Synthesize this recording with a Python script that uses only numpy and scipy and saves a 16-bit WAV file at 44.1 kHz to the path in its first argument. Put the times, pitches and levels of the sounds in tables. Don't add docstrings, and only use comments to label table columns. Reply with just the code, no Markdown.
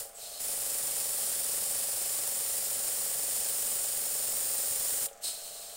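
import sys
import numpy as np
from scipy import signal
from scipy.fft import rfft, irfft, next_fast_len
from scipy.io import wavfile
from scipy.ndimage import map_coordinates

SR = 44100
rng = np.random.default_rng(int(sys.argv[2]) if len(sys.argv) > 2 else 0)


def store_pcm(level_fs):
    pcm = np.round(np.clip(level_fs, -1, 1) * 32767).astype(np.int16)
    wavfile.write(sys.argv[1], SR, np.atleast_2d(pcm).T)


N = 254081

# pitch_hz, relative_level_db
ROOM_SPECTRUM = [(25, 14.5), (65, 1.5), (140, -4.5), (200, 4), (330, -6.5), (650, 12), (900, -2),
                 (1200, 6.5), (2000, -0.5), (5000, -5.5), (7600, 2), (11000, -8), (15600, -7.5)]
# pitch_hz, fade_s
ROOM_FADE = [(300, 0.18), (4000, 0.24), (15000, 0.24)]
# time_s, strokes_per_s
PISTON_SPEED = [(0, 22.85), (.35, 22.9), (.5, 22.93), (5.1, 22.927), (5.3, 22.8)]
# pitch_hz, width_hz, spraying_db, blocked_db
HOUSING_NOTES = [(466.8, 24, -59, -64.5), (557.9, 11.7, -51.5, -75), (597.6, 19.7, -72.5, -59),
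                 (685.4, 8.3, -63.5, -58.5), (709.3, 5.7, -66.5, -94), (799.4, 7.8, -58.5, -62.5)]
# start_s, level_db, pitch_hz
TRIGGER_TICKS = [(5.084, -48, 3300), (5.13, -49, 7200), (5.175, -52.5, 7400)]
# opens_s, closes_s, level_db, rise_s
VALVE_OPENINGS = [(0.13, .405, -42, 0.096), (5.209, 6, -43.5, 0.017)]
# pitch_hz, relative_level_db
RUSH_SPECTRUM = [(100, -14), (1200, -10), (2100, -11), (3150, -2), (3500, -6), (5300, -3.5), (6300, 0),
                 (7700, 4), (9300, -1.5), (10500, -1), (12500, -2), (15600, 0)]
# pitch_hz, width_hz, relative_level_db
VALVE_HIGH_TONES = [(5160, 290, -1.5), (7800, 450, -8), (8660, 620, 4.5), (9450, 300, -1)]
# pitch_hz, width_hz, relative_level_db
VALVE_LOW_TONE = [(4200, 760, 2), (3830, 260, -11)]
# air_level_db, tone_relative_to_air_db
LOW_TONE_STRENGTH = [(-48, -22), (-43.5, -10.5), (-41, -8), (-32, -6.5)]
# opens_s, closes_s, level_db, fade_s
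TRIGGER_PULLS = [(-1, .003, -33.5, 0.34), (0.392, 5.062, -31, 0.04)]
# time_s, flow_change_db
FINGER_DRIFT = [(.7, -.5), (1.2, 0.65), (1.9, 0.16), (3.1, -0.24), (3.55, .3), (4, -0.7), (5.05, 0.9)]
# pitch_hz, relative_level_db
JET_SPECTRUM = [(25, -15), (170, -15.5), (330, -16.5), (1000, -16), (2400, -16), (3800, -13.5),
                (5250, -8.5), (6150, -12), (7300, -4.5), (8600, -1), (9700, -3), (10800, -6.5),
                (12600, -7.5), (15600, -6.5)]
# time_s, position (0 high, 1 low)
HAND_POSITION = [(2, .08), (3.4, 0.7), (4.7, 0.94)]
# pitch_hz, width_hz, relative_level_db
UPPER_SHEET_BANDS = [(7280, 320, -3.5), (8900, 270, -1.5), (9400, 300, 2.5), (10070, 250, -2),
                     (14200, 900, -5.5)]
# pitch_hz, width_hz, relative_level_db
LOWER_SHEET_BANDS = [(7110, 740, -5.5), (8680, 420, 1), (9280, 220, 1.5), (15000, 870, -1.5)]
# time_s, delay_ms
PAPER_DELAY = [(.8, 1.686), (1.3, 1.7), (2, 1.674), (2.6, 1.722), (3.2, 1.698), (3.9, 1.68), (4.5, 1.732),
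               (5.05, 1.75)]

LOAD_RISE_S, LOAD_LAG_S, LOAD_FALL_S = .093, .048, .29
PRESSURE_DB, PRESSURE_S = -4, .14
LEAK = .11
PUFF_S, PUFF_DB = 5.229, -32.5
WHISTLE_S, WHISTLE_DB = .142, -48.5
SNAP_S, SNAP_DB, EASE_S = .012, -3, .079
TOP_HZ = 15780


def amp(db):
    return 10 ** (np.asarray(db) / 20)


def unit(x):
    return x / np.sqrt(np.mean(x ** 2) + 1e-20)


def along(points, hz):
    pitches, values = np.transpose(points)
    return np.interp(np.log(hz + 1), np.log(pitches), values)


def curve(rows):
    return np.interp(np.arange(N) / SR, *np.transpose(rows))


def wobble(rate):
    points = rng.standard_normal(int(N * rate / SR) + 4)
    return map_coordinates(points, [np.arange(N) * rate / SR])


def envelope(start, end, rise_s, fall_s):
    t = np.arange(N) / SR
    rise = np.clip((t - start) / rise_s, 0, 1)
    return rise * np.exp(-np.log(1000) * np.maximum(t - end, 0) / fall_s)


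def burst(start, rise_s, hold_s, fall_s):
    return envelope(start, start + rise_s + hold_s, rise_s, fall_s)


def settling(start, lag_s):
    return np.exp(-np.maximum(np.arange(N) / SR - start, 0) / lag_s)


def filtered(x, response):
    size = next_fast_len(N + SR // 2)
    return irfft(rfft(x, size) * response(np.fft.rfftfreq(size, 1 / SR)), size)[:N]


def resonate(x, notes):
    return filtered(x, lambda hz: sum(
        amp(db) * 1j * hz * width / (pitch ** 2 - hz ** 2 + 1j * hz * width)
        for pitch, width, db in notes))


def coloured(x, spectrum):
    return unit(filtered(x, lambda hz: amp(along(spectrum, hz))))


def narrow_noise(bands):
    gain = lambda hz: sum(amp(db) / (1 + (2 * (hz - pitch) / width) ** 2) for pitch, width, db in bands)
    return unit(filtered(rng.standard_normal(N), gain))


def room_noise():
    return coloured(rng.standard_normal(N), ROOM_SPECTRUM)


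def room_echo(x):
    hz, t, noise = signal.stft(rng.standard_normal(SR // 2), SR, nperseg=256)
    fade = amp(-60 * t / along(ROOM_FADE, hz)[:, None])
    tail = signal.istft(noise * fade, SR, nperseg=256)[1]
    return signal.fftconvolve(x, tail / np.linalg.norm(tail))[:N]


def line_load():
    t = np.arange(N) / SR
    drawn = sum(envelope(opens, closes + LOAD_LAG_S, LOAD_RISE_S, LOAD_FALL_S)
                for opens, closes, _, _ in TRIGGER_PULLS)
    unfilled = sum((t > closes) * settling(closes + LOAD_LAG_S, PRESSURE_S)
                   for _, closes, _, _ in TRIGGER_PULLS)
    return np.clip(drawn, LEAK, 1), amp(PRESSURE_DB * unfilled)


def compressor(turns):
    strokes = np.flatnonzero(np.diff(np.floor(turns)))
    knocks = np.zeros(N)
    knocks[strokes] = amp(rng.normal(0, .43, len(strokes))) * N / len(strokes) / np.sqrt(2)
    flowing, pressure = line_load()
    spraying_notes = [(hz, width, db) for hz, width, db, _ in HOUSING_NOTES]
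    blocked_notes = [(hz, width, db) for hz, width, _, db in HOUSING_NOTES]
    spraying = resonate(knocks * flowing, spraying_notes)
    blocked = resonate(knocks * (1 - flowing) * pressure, blocked_notes)
    cushion = lambda hz: (1 - 1j * (hz - 650) / 200) / (1 + 1j * (hz - 650) / 200)
    shell = lambda hz: (hz / 390) ** 8 / (1 + (hz / 390) ** 8) / (1 + (hz / 900) ** 14)
    return filtered(spraying + filtered(blocked, cushion), shell)


def trigger_ticks(fade_s):
    t = np.arange(N) / SR
    return sum((t >= start) * amp(db - 60 * np.abs(t - start) / fade_s) * narrow_noise([(hz, hz / 2, 0)])
               for start, db, hz in TRIGGER_TICKS)


def bleed_valve():
    steady = sum(amp(db) * envelope(opens, closes, rise_s, fall_s=.08)
                 for opens, closes, db, rise_s in VALVE_OPENINGS)
    puff = amp(PUFF_DB) * burst(PUFF_S, rise_s=.014, hold_s=.04, fall_s=.38)
    air_db = 10 * np.log10(steady ** 2 + puff ** 2 + 1e-12)
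    rush = coloured(rng.standard_normal(N), RUSH_SPECTRUM)
    tone_share = np.interp(air_db, [-47.5, -43.5, -32.5], [.03, .22, .52])
    blow = np.sqrt(1 - tone_share) * rush + np.sqrt(tone_share) * narrow_noise(VALVE_HIGH_TONES)
    low_tone_db = np.interp(air_db, *np.transpose(LOW_TONE_STRENGTH))
    low_tone = amp(low_tone_db) * narrow_noise(VALVE_LOW_TONE)
    whistle_shape = burst(WHISTLE_S, rise_s=.011, hold_s=.022, fall_s=.08)
    whistle = amp(WHISTLE_DB) * whistle_shape * narrow_noise([(8050, 880, 0)])
    return amp(air_db + .71 * wobble(30)) * (blow + low_tone) + whistle


def nozzle_flow():
    pulls = sum(amp(db + SNAP_DB * settling(opens, EASE_S)) * envelope(opens, closes, SNAP_S, fade_s)
                for opens, closes, db, fade_s in TRIGGER_PULLS)
    return pulls * amp(curve(FINGER_DRIFT))


def turbulence(spits_per_s, spit_size):
    spits = (rng.random(N) < spits_per_s / SR) * rng.uniform(-1.23, 1, N)
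    return rng.standard_normal(N) + spit_size * spits


def off_paper(x, echo_gain):
    delay_samples = curve(PAPER_DELAY) * SR / 1000
    highs = resonate(x, [(11000, 8000, 0)])
    echo = map_coordinates(highs, [np.arange(N) - delay_samples])
    return unit(x + echo_gain * echo)


def airbrush(turns):
    hiss = coloured(turbulence(spits_per_s=120, spit_size=6), JET_SPECTRUM)
    lowered = np.clip(curve(HAND_POSITION), 0, 1)
    upper_sheet = np.sqrt(1 - lowered) * amp(-8.5) * narrow_noise(UPPER_SHEET_BANDS)
    lower_sheet = np.sqrt(lowered) * amp(-4) * narrow_noise(LOWER_SHEET_BANDS)
    jet = off_paper(hiss + upper_sheet + lower_sheet, echo_gain=.15)
    stroke_angle = 2 * np.pi * turns
    throb_db = .71 * np.cos(stroke_angle + .58) + .36 * np.cos(2 * stroke_angle + 2.2)
    flicker_db = .19 * wobble(12) + .63 * wobble(300)
    return jet * nozzle_flow() * amp(throb_db + flicker_db)


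def scene():
    turns = np.cumsum(curve(PISTON_SPEED)) / SR - .22
    near = airbrush(turns) + bleed_valve() + trigger_ticks(fade_s=.04)
    background = amp(-57) * room_noise()
    mono = near + amp(-13) * room_echo(near) + compressor(turns) + background
    return np.array([mono, mono])


def record(dry):
    return np.array([filtered(channel, lambda hz: hz < TOP_HZ) for channel in dry])


dry = scene()
out = record(dry)
store_pcm(out)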